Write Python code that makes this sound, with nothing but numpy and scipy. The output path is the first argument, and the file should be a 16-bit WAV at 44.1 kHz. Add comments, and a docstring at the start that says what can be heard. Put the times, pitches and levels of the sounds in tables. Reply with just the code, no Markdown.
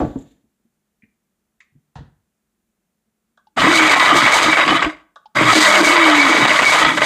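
"""A kitchen blender runs in two pulses: nuts and crumbs strike the jar and ring its modes, housing and blade ring too,
and the motor hisses, rumbles and sings sliding tones. Each pulse follows a button and a relay click.
Before that come thuds on the counter and taps on jar, lid and a glass bowl, made of dying sines and noise bands.
A short room tail and a faint floor surround it all; a small microphone thins the bass and a limiter holds the peaks."""
import sys
import numpy as np
from scipy import signal
from scipy.fft import rfft, irfft, next_fast_len
from scipy.io import wavfile
from scipy.ndimage import uniform_filter1d, minimum_filter1d, map_coordinates

SR = 44100
rng = np.random.default_rng(int(sys.argv[2]) if len(sys.argv) > 2 else 0)


def inscribe(sig):
    """Save sig as 16-bit PCM at rate SR to the path in sys.argv[1].

    A 1-D sig is mono; a 2-D sig holds one channel per row.
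    Samples are clipped to [-1, 1] before scaling.
    """
    pcm = np.round(np.clip(np.atleast_2d(sig).T, -1, 1) * 32767)
    wavfile.write(sys.argv[1], SR, pcm.astype(np.int16))


N = 310905
TIME = np.arange(N) / SR  # s

# Table levels are relative; t60 is the time to fall by 60 dB.
# thuds on the counter: (time [s], level [dB], pitch [Hz], added deep boom [dB], added knock [dB])
THUDS = [(0.001, -15, 273, -24, -1), (0.014, -14, 339, -6, -6.5), (0.029, -12.5, 292, -16, -13),
         (0.046, -17, 130, -15, -7.5), (0.157, -17, 270, -14, -21), (0.439, -57, 219, -7, -19.5),
         (0.598, -64.5, 218, -18.5, -16), (0.65, -58, 224, -25, -26.5), (1.032, -46, 208, -33, -35),
         (1.722, -63, 140, -3, -26), (1.752, -41.5, 142, -37, -40), (1.958, -29.5, 131, -26, -15),
         (1.984, -31.5, 72.7, -11.5, -13.5), (2.005, -32.5, 148, -7, -21)]
COUNTER_T60_S = 0.088
# damped bands of each tapped object: (frequency [Hz], width [Hz], level [dB], t60 before stretch [s], crack level [dB])
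SEAT_BANDS = [(860, 400, 1, 0.16, -18.5), (1540, 660, -7, 0.31, -10), (3380, 1800, -12, 0.3, -7)]
RIM_BANDS = [(7250, 830, 0, 0.044, -11.5)]
LID_BANDS = [(2150, 710, 0, .075, -36)]
BOWL_BANDS = [(2180, 780, 2.5, 0.083, -25), (1225, 400, -14, .17, -20.5), (4000, 1500, -12.5, .12, -9),
              (6800, 1600, -17, 0.13, -20)]
BUTTON_BANDS = [(710, 420, 1, 0.057, -25), (1145, 200, -1, 0.13, -32.5), (1550, 240, -2, .13, -15),
                (3570, 600, -7, .06, -15.5)]
# taps on each object: (time [s], level [dB], stretch of the decay [factor])
SEAT_TAPS = [(.001, -39.5, 1.5), (1.955, -41, 1.02)]
RIM_TAPS = [(.176, -61, .6), (.187, -50, 1.3), (.222, -54, 1.1)]
LID_TAPS = [(1.021, -53.5, 1.1), (1.035, -52.5, 0.83)]
BOWL_TAPS = [(1.604, -46.5, 0.88)]
BUTTON_TAPS = [(3.374, -51.5, 0.83), (5.158, -38.5, 0.77)]
# colour of the nuts settling in the jar: (frequency [Hz], level [dB])
RUSTLE_COLOUR = [(1060, -31), (1800, 0), (1920, -6.5), (2980, -6.5), (3660, -2), (5410, -19), (7180, -2.5),
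                 (8130, -17), (15000, -20.5)]
RUSTLE_DB, RUSTLE_FADE_DB_PER_S = -56.5, 35.5
RUSTLE_END_S, RUSTLE_CUT_DB_PER_S = 0.32, 129.5  # from here on the fade is steeper by this much
# colour of the steady floor: (frequency [Hz], level [dB])
ROOM_TONE_COLOUR = [(26, -9.5), (45, 2), (114, -9), (220, 5), (280, -10.5), (333, -5), (516, -13.5),
                    (597, -12.5), (973, -17.5), (1340, -16.5), (4870, -25.5), (7020, -21), (15300, -25.5)]
ROOM_TONE_DB = -73.5
# decay of the room's answer: (frequency [Hz], t60 [s])
ROOM_DECAY = [(100, .4), (1000, 0.42), (8000, 0.27)]
# clear ring of the glass bowl: (frequency [Hz], level [dB], t60 before stretch [s])
GLASS_MODES = [(1100, -4.5, 0.19), (1879, -8, 0.25), (2046, -7, 0.33), (2235, 5.5, 0.2), (2470, -15, 0.41),
               (3521, -18, 0.32), (4425, -22, 0.42)]
GLASS_DB = -15  # against the clack
# relay clicks: (time [s], level [dB])
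RELAY_CLICKS = [(3.47, -51), (5.257, -40)]
# free ring of the relay armature: (frequency [Hz], t60 [s])
ARMATURE = (855, 0.056)

# each press of the motor: (start [s], power off [s], blades stop [s], rattle level [dB], rumble level [dB])
PULSES = [(3.5615, 4.69, 4.838, -11, -35), (5.347, 6.807, 7.2, -11, -37.5)]
SPIN_UP_S = 0.01  # time constant of the build-up
COAST_DB_PER_S, RING_OUT_DB_PER_S = 20.5, 238  # rattle fading after power off; everything dying after the stop
KICK_DB, KICK_S = 14.5, 0.18  # the base bucks at the start: extra rumble, time until half its dB are left
SHAKE_DB, HUM_DB = -54, -29  # running levels between the jolts
# treble while the blades turn, a list per pulse: (time [s], level [dB], blade ring over it [dB])
TREBLE_CURVES = [
    [(3.58, -40, 5), (3.608, -33.5, 3.5), (3.658, -36.5, 8), (3.776, -26.5, 10.5), (3.972, -32, 14),
     (4.35, -30, 9), (4.384, -27.5, 5.5), (4.67, -37.5, 10.5), (4.728, -37, 6), (4.86, -45, 6)],
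    [(5.37, -35, 4.5), (5.388, -38.5, 14.5), (5.556, -25, 2.5), (5.644, -24.5, 6), (6.258, -32.5, 13.5),
     (6.676, -28, 9), (6.718, -33.5, 13), (6.802, -28, 9.5), (6.932, -39, 9), (7.04, -32, 9.5)],
]
# the load hangs clear of the blades, then drops back at once: (time of the drop [s], length before it [s], depth [dB])
LULLS = [(3.995, .045, 9.5), (4.2, 0.023, 6), (4.36, .05, 0), (4.52, 0.061, 5), (4.572, 0.04, 11),
         (4.678, 0.067, 9), (4.818, .06, 5), (5.87, 0.061, 4), (6.268, .15, 5), (6.415, .04, 1.5),
         (6.62, .025, 5), (6.721, 0.055, 7.5), (6.969, .09, 13), (7.006, .022, 16)]
LULL_IN_TREBLE = 0.36  # share of the depth
# the base rocks on the counter: (middle [s], length [s], added shake [dB], added rumble [dB], added housing hum [dB])
JOLTS = [(3.59, .1, 20, 2.5, 0.5), (3.654, 0.088, 5, 3, 19.5), (4.134, .14, 12, 13, 12),
         (4.25, .07, 19, 5, 1), (4.462, .14, 14, 1, 3), (4.724, 0.091, 20, 6, 6.5),
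         (4.865, .06, 28.5, 12.5, 14), (5.422, 0.145, 17, 3, 14), (5.573, 0.11, -3, 2.5, 16),
         (5.802, 0.28, -11, -17, 12.5), (6.06, 0.089, 8, 3, 2), (6.414, 0.097, 3, 12, 6.5),
         (6.623, 0.074, 15, 12, -6), (6.862, 0.104, 23, 9.5, 4.5), (7.01, .07, 8, 4, 3)]
# large nuts thrown at the wall: (time [s], level [dB], crack over it [dB])
NUTS = [(3.603, -10.5, -4), (3.649, 0, -22), (3.738, -4.5, -10), (3.879, -6, -15.5), (3.997, -1, -7.5),
        (4.059, -3.5, -11), (4.104, -1, -15), (4.163, -2.5, -21), (4.218, 5.5, -20), (4.276, 1, -12),
        (4.529, 0, -16), (4.575, -13.5, -15), (4.678, -3, -14), (4.727, -7.5, -18.5), (4.809, -16.5, -20),
        (4.859, -21, -20), (5.649, 2.5, -7), (5.874, -0.5, -15), (5.924, 0.5, -15), (5.965, 2, -11),
        (6.039, -10.5, -1), (6.099, 0, -12), (6.147, 1.5, -20), (6.214, -4, -4), (6.251, -1.5, -17),
        (6.297, -9.5, -24), (6.419, -5, -24), (6.589, 1, -21), (6.725, -3.5, -18), (6.848, 10, -16.5),
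        (6.975, 1, -24), (7.018, 3.5, -33)]
# resonances of the jar: (frequency [Hz], width [Hz], level [dB])
JAR_MODES = [(614, 54, -4), (679.3, 12, -0.5), (891, 51, -3), (1023.6, 46, -1.5), (1122, 17, 0.5),
             (1216, 54, 2.5), (1262, 69, 3), (1461, 80, -9), (1548, 110, -6), (1713, 25, -3), (1930, 37, 1),
             (1984, 70, -0.5), (2124, 32, -1), (3004, 56, -5), (3340, 140, -6.5), (3783, 70, -8),
             (4820, 53, -16)]
# resonances of the housing: (frequency [Hz], width [Hz], level [dB])
HOUSING_MODES = [(312.4, 21, 0)]
# resonances of the blade: (frequency [Hz], width [Hz], level [dB])
BLADE_MODES = [(2220, 13, -1.5), (2285, 22, -3.5)]
# broad response of the struck wall: (frequency [Hz], level [dB])
RATTLE_COLOUR = [(88, -53.5), (150, -16.5), (246, -29.5), (310, -4.5), (403, -2), (1190, 3), (1380, 0.5),
                 (2270, 4), (2530, 0), (6000, -25), (7800, -11), (13200, -120)]
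# colour of the hiss: (frequency [Hz], level [dB])
HISS_COLOUR = [(3820, -7.5), (6500, -3), (8180, -1.5), (10100, -11), (12800, -17.5), (13400, -20),
               (15300, -24.5)]
# narrow bands in the hiss: (frequency [Hz], width [Hz], level [dB])
WHINE_BANDS = [(6690, 60, -2), (7540, 40, -2), (8160, 50, 1), (12370, 60, 5), (12765, 40, 8)]
WHINE_FADE_S = 0.5  # the narrow bands are strongest soon after each start
# colour of the splash: (frequency [Hz], level [dB])
SPLASH_COLOUR = [(2290, -22), (3900, -0.5), (4300, -8.5), (4860, -4.5), (5260, -20), (6500, -11.5),
                 (8450, -33.5), (14300, -120)]
SPLASH_DB = 2.5  # over the treble level
# colour of the motor rumble: (frequency [Hz], level [dB])
RUMBLE_COLOUR = [(56, -46), (95, -24.5), (113, -9.5), (248, -8.5), (280, -1.5), (360, -19.5), (620, -120)]
# colour of the low shake: (frequency [Hz], level [dB])
SHAKE_COLOUR = [(21, -38), (35, 0.5), (59, 8.5), (90, -18), (120, -30.5), (200, -120)]
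# motor tones, most sagging as the load brakes the shaft: (start [s], length [s], from [Hz], to [Hz], level [dB])
MOTOR_TONES = [(3.6, .41, 370.3, 270.5, -20), (3.903, .17, 1076, 1087, -19), (5.36, .21, 125, 112, -27),
               (5.537, .39, 232.6, 171.7, -32), (5.862, .47, 362, 258.8, -16)]
SWELL = 1.13  # 0 = square, larger = more peaked
TOP_HZ = 15500  # band limit


def amp(db):
    """Decibels to a linear gain."""
    return 10 ** (np.asarray(db) / 20)


def unit(x):
    """Scales a sound to rms 1."""
    return x / np.sqrt(np.mean(x ** 2) + 1e-20)


def along(points, hz):
    """Reads (frequency, value) points on a log frequency axis."""
    f, v = np.transpose(points)
    return np.interp(np.log(hz + 1), np.log(f + 1), v)


def curves(*tables):
    """Draws each column after the time as a curve, per sample."""
    s, *cols = np.transpose(np.vstack(tables))
    return [np.interp(TIME, s, c) for c in cols]


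def wobble(rate):
    """A smooth random curve, rate knots a second."""
    knots = rng.standard_normal(int(N * rate / SR) + 4)
    return map_coordinates(knots, [TIME * rate])


def arch(start, length):
    """Rises from 0 to 1 and falls back within length."""
    return np.sin(np.pi * np.clip((TIME - start) / length, 0, 1))


def filtered(x, response):
    """Shapes x by a complex response of frequency."""
    m = next_fast_len(N + SR // 2)
    return irfft(rfft(x, m) * response(np.fft.rfftfreq(m, 1 / SR)), m)[:N]


def noise(colour):
    """Coloured noise of rms 1."""
    return unit(filtered(rng.standard_normal(N), lambda hz: amp(along(colour, hz))))


def band(hz, width_hz):
    """One causal resonance."""
    return lambda f: 1j * f * width_hz / (hz * hz - f * f + 1j * f * width_hz)


def modes(table):
    """Several resonances side by side, with alternating sign."""
    return lambda f: sum((-1) ** k * amp(db) * band(hz, width_hz)(f) for k, (hz, width_hz, db) in enumerate(table))


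def driven(force, response):
    """A force through a response whose mean power gain is brought to 1."""
    power = np.mean(np.abs(response(np.linspace(0, SR / 2, 20000))) ** 2)
    return filtered(force, response) / np.sqrt(power)


def burst(t60, length=SR // 2):
    """A decay of 60 dB in t60, and its time axis."""
    t = np.arange(length) / SR
    return amp(-60 * t / t60), t


def puff(hz, width_hz, t60):
    """A dying burst of noise in a band."""
    edges = np.clip([hz - width_hz / 2, hz + width_hz / 2], 50, SR / 2.2)
    sos = signal.butter(N=3, Wn=edges, btype="band", fs=SR, output="sos")
    return burst(t60)[0] * unit(signal.sosfilt(sos, rng.standard_normal(SR // 2)))


def add(track, s, sound):
    """Lays a sound on the track at s seconds."""
    part = track[round(s * SR):][:len(sound)]
    part += sound[:len(part)]


def room_tone():
    """A faint steady floor of coloured noise."""
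    return amp(ROOM_TONE_DB) * noise(ROOM_TONE_COLOUR)


def rustle():
    """A faint grainy hiss of nuts settling in the jar, fading and then cut short."""
    after_end = np.maximum(TIME - RUSTLE_END_S, 0)
    db = RUSTLE_DB - RUSTLE_FADE_DB_PER_S * TIME - RUSTLE_CUT_DB_PER_S * after_end
    return amp(db + 1.8 * wobble(60)) * noise(RUSTLE_COLOUR)


def thuds():
    """The counter rings roughly at a low pitch, with a deep boom and a dull knock of noise."""
    rings, boom, knock = np.zeros((3, N))
    fall, t = burst(COUNTER_T60_S)
    boom_fall, _ = burst(2.9 * COUNTER_T60_S)
    for s, db, hz, boom_db, knock_db in THUDS:
        ring = fall * np.sin(2 * np.pi * hz * t)
        ring += amp(-11) * puff(hz, 1.2 * hz, 1.223 * COUNTER_T60_S)
        soft_onset = 1 - np.exp(-t / 0.0037)
        add(rings, s, amp(db + 6.0) * ring * soft_onset)
        add(boom, s, amp(db + boom_db) * boom_fall * rng.standard_normal(len(t)))
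        add(knock, s, amp(db + knock_db) * fall * rng.standard_normal(len(t)))
    rings = filtered(rings, lambda f: 1 / (1 + 1j * f / 900) ** 2)
    boom = driven(boom, lambda f: band(78, 190)(f) ** 3)
    knock = driven(knock, lambda f: band(550, 730)(f) ** 3)
    return rings + boom + knock


def taps():
    """Each tap sounds the damped bands of its object, each with a brighter crack."""
    out = np.zeros(N)
    objects = ((SEAT_TAPS, SEAT_BANDS), (RIM_TAPS, RIM_BANDS), (LID_TAPS, LID_BANDS),
               (BOWL_TAPS, BOWL_BANDS), (BUTTON_TAPS, BUTTON_BANDS))
    for hits, body in objects:
        for s, db, stretch in hits:
            for hz, width_hz, band_db, t60, crack_db in body:
                clack = puff(hz, width_hz, stretch * t60)
                clack += amp(crack_db) * puff(4800, 4400, 0.72 * stretch * t60)
                add(out, s, amp(db + band_db) * clack)
    return out


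def kitchen(x):
    """Each frequency of the room's answer, a dying noise, fades at its own speed."""
    hz, t, z = signal.stft(rng.standard_normal(SR // 2), SR, nperseg=256)
    t60 = along(ROOM_DECAY, hz)[:, None]
    tail = signal.istft(z * amp(-60 * t / t60), SR, nperseg=256)[1]
    delayed = np.pad(x, (200, 0))  # 200 samples
    return signal.fftconvolve(delayed, tail / np.linalg.norm(tail))[:N]


def clink():
    """The bowl also rings clearly for a moment, a dying sine for each mode."""
    out = np.zeros(N)
    for s, db, stretch in BOWL_TAPS:
        for hz, mode_db, t60 in GLASS_MODES:
            fall, t = burst(stretch * t60)
            add(out, s, amp(db + GLASS_DB + mode_db) * fall * np.sin(2 * np.pi * hz * t))
    return out


def relay():
    """The armature snaps, rings freely for a moment and is damped as it seats."""
    out = np.zeros(N)
    armature_hz, t60 = ARMATURE
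    fall, t = burst(t60)
    seated = amp(-24 / (1 + np.exp(np.clip((0.018 - t) / 0.0015, -50, 50))))  # 24 dB down around 18 ms
    for s, db in RELAY_CLICKS:
        ring = fall * seated * np.sin(2 * np.pi * armature_hz * t) * (1 - np.exp(-t / 0.0016))
        add(out, s, amp(db + 8.5) * (ring + amp(-19) * puff(4000, 2200, 0.05)))
    return out


def running():
    """Gains of the layers as the motor spins up, coasts and stops: rattle, treble, rumble, shake, hum, blade ring."""
    on, rattle, rumble = np.zeros((3, N))
    for start, off, stop, rattle_db, rumble_db in PULSES:
        since = np.maximum(TIME - start, 0)
        spin_up = (1 - np.exp(-since / SPIN_UP_S)) ** 2
        turning = spin_up * amp(-RING_OUT_DB_PER_S * np.maximum(TIME - stop, 0))
        on += turning
        rattle += turning * amp(rattle_db - COAST_DB_PER_S * np.maximum(TIME - off, 0))
        rumble += turning * amp(rumble_db + KICK_DB / (1 + (since / KICK_S) ** 4))
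    lull_db = np.zeros(N)
    for drop, length, depth_db in LULLS:
        lull_db -= depth_db * np.clip(1 + (TIME - drop) / length, 0, 1) * (TIME < drop)
    shake_db, rock_db, hum_db = sum(np.outer(dbs, arch(s - length / 2, length)) for s, length, *dbs in JOLTS)
    treble_db, ring_db = curves(*TREBLE_CURVES)
    treble = on * amp(treble_db + LULL_IN_TREBLE * lull_db)
    shake = on * amp(SHAKE_DB + shake_db)
    hum = on * amp(HUM_DB + hum_db)
    ring = on * amp(treble_db + ring_db)
    return rattle * amp(lull_db), treble, rumble * amp(rock_db), shake, hum, ring


def crumbs(surge):
    """Dense small impacts of uneven size, arriving in clumps."""
    sizes = amp(2.83 * rng.exponential(size=N)) * rng.standard_normal(N)
    impacts = unit(sizes * (rng.random(N) < 0.2))
    return impacts * amp(0.67 * surge + 3.2 * wobble(30) + 2.3 * wobble(90))


def chunks(count):
    """Half-ground pieces hit at random moments, each a short rough clack of its own pitch; rms 1."""
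    out, t = np.zeros(N), np.arange(SR // 20) / SR
    for when, pitch, size, life in rng.random((count, 4)):
        hz = 600 * 9 ** pitch
        rough_hz = hz * (1 + 0.38 * rng.standard_normal(len(t)))
        tone = np.sin(2 * np.pi * np.cumsum(rough_hz) / SR)
        t60 = 0.0099 + 0.018 * life
        add(out, when * N / SR, amp(9 * size - 60 * t / t60) * tone)
    return unit(filtered(out, lambda f: amp(0.5 * along(RATTLE_COLOUR, f))))


def rattle_and_ring(surge, level, hum, ring):
    """Crumbs strike in surges and nuts singly, setting off the wall and modes of jar, housing and blade."""
    blows, cracks = np.zeros((2, N))
    for s, db, crack_db in NUTS:
        add(blows, s, amp(db - 6) * burst(0.044)[0] * rng.standard_normal(SR // 2))
        add(cracks, s, amp(db + crack_db - 0.5) * puff(3600, 2100, 0.045))
    wall = lambda f: amp(along(RATTLE_COLOUR, f))
    out = cracks + level * amp(-8.5) * chunks(count=900)
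    out += amp(-7) * driven(level * crumbs(surge) + blows, wall)
    for k in range(4):  # the crumbs land at changing spots, so the modes flare up in turn
        force = level * amp(3.0 * wobble(8)) * crumbs(surge) + blows
        out += amp(-10.5) * driven(force, modes(JAR_MODES[k::4]))
    out += driven(hum * amp(1.7 * wobble(10)) * crumbs(surge), modes(HOUSING_MODES))
    out += driven(ring * amp(1.1 * wobble(10)) * crumbs(surge), modes(BLADE_MODES))
    # a small plastic jar radiates neither bass nor high treble
    return filtered(out, lambda f: (1j * f / (150 + 1j * f)) ** 2 / (1 + (f / 7500) ** 4))


def hiss_and_splash(surge, treble):
    """Droplets and dust in the air stream: coloured noise with narrow bands, and a splash that follows it."""
    air = lambda f: amp(along(HISS_COLOUR, f))
    whine = lambda f: air(f) * np.abs(modes(WHINE_BANDS)(f))
    fresh = 0.3 + sum((TIME > start) / (1 + ((TIME - start) / WHINE_FADE_S) ** 2) for start, *_ in PULSES)
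    spray = crumbs(surge) + amp(1.3 * surge + 1.5) * rng.standard_normal(N)
    hiss = unit(filtered(spray, air) + fresh * filtered(spray, whine))
    splash = unit(filtered(spray, lambda f: amp(along(SPLASH_COLOUR, f))))
    hiss += splash * amp(SPLASH_DB + 2.5 * wobble(12))
    return treble * amp(1.3 * wobble(14)) * hiss


def blender():
    """The load tumbles over the blades in surges shared by rattle and hiss, over an unsteady rumble and shake."""
    level, treble, rumble, shake, hum, ring = running()
    surge = wobble(22)
    bass = rumble * noise(RUMBLE_COLOUR) * amp(3.2 * wobble(12))
    bass += shake * noise(SHAKE_COLOUR) * amp(3.6 * wobble(12))
    return rattle_and_ring(surge, level, hum, ring) + hiss_and_splash(surge, treble) + bass


def motor_tones():
    """Slightly unsteady sines that swell and fade while they slide."""
    out = np.zeros(N)
    for start, length, from_hz, to_hz, db in MOTOR_TONES:
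        hz = np.interp(TIME, [start, start + length], [from_hz, to_hz])
        phase = 2 * np.pi * np.cumsum(hz + 3 * wobble(30)) / SR
        swell = np.abs(arch(start, length)) ** SWELL * (TIME < start + length)
        out += swell * np.sqrt(2) * amp(db + 0.76 * wobble(14)) * np.sin(phase)
    return out


def scene():
    """Handling sounds and the blender in the room, over a faint steady floor."""
    hands = thuds() + taps() + clink()
    machine = blender() + motor_tones() + relay()
    room = kitchen(amp(-11) * hands + amp(-18.5) * machine)
    return (hands + machine + rustle() + room + room_tone())[None]


def record(dry):
    """The microphone drops the deep bass, a limiter holds the peaks; nothing passes above the band limit."""
    sound = filtered(dry[0], lambda hz: (1j * hz / (35 + 1j * hz)) ** 2)
    need = np.minimum(1, 0.96 / (np.abs(sound) + 1e-9))
    gain = uniform_filter1d(minimum_filter1d(need, size=500), size=250)
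    return filtered(sound * gain, lambda hz: hz < TOP_HZ)[None]


dry = scene()
out = record(dry)
inscribe(out)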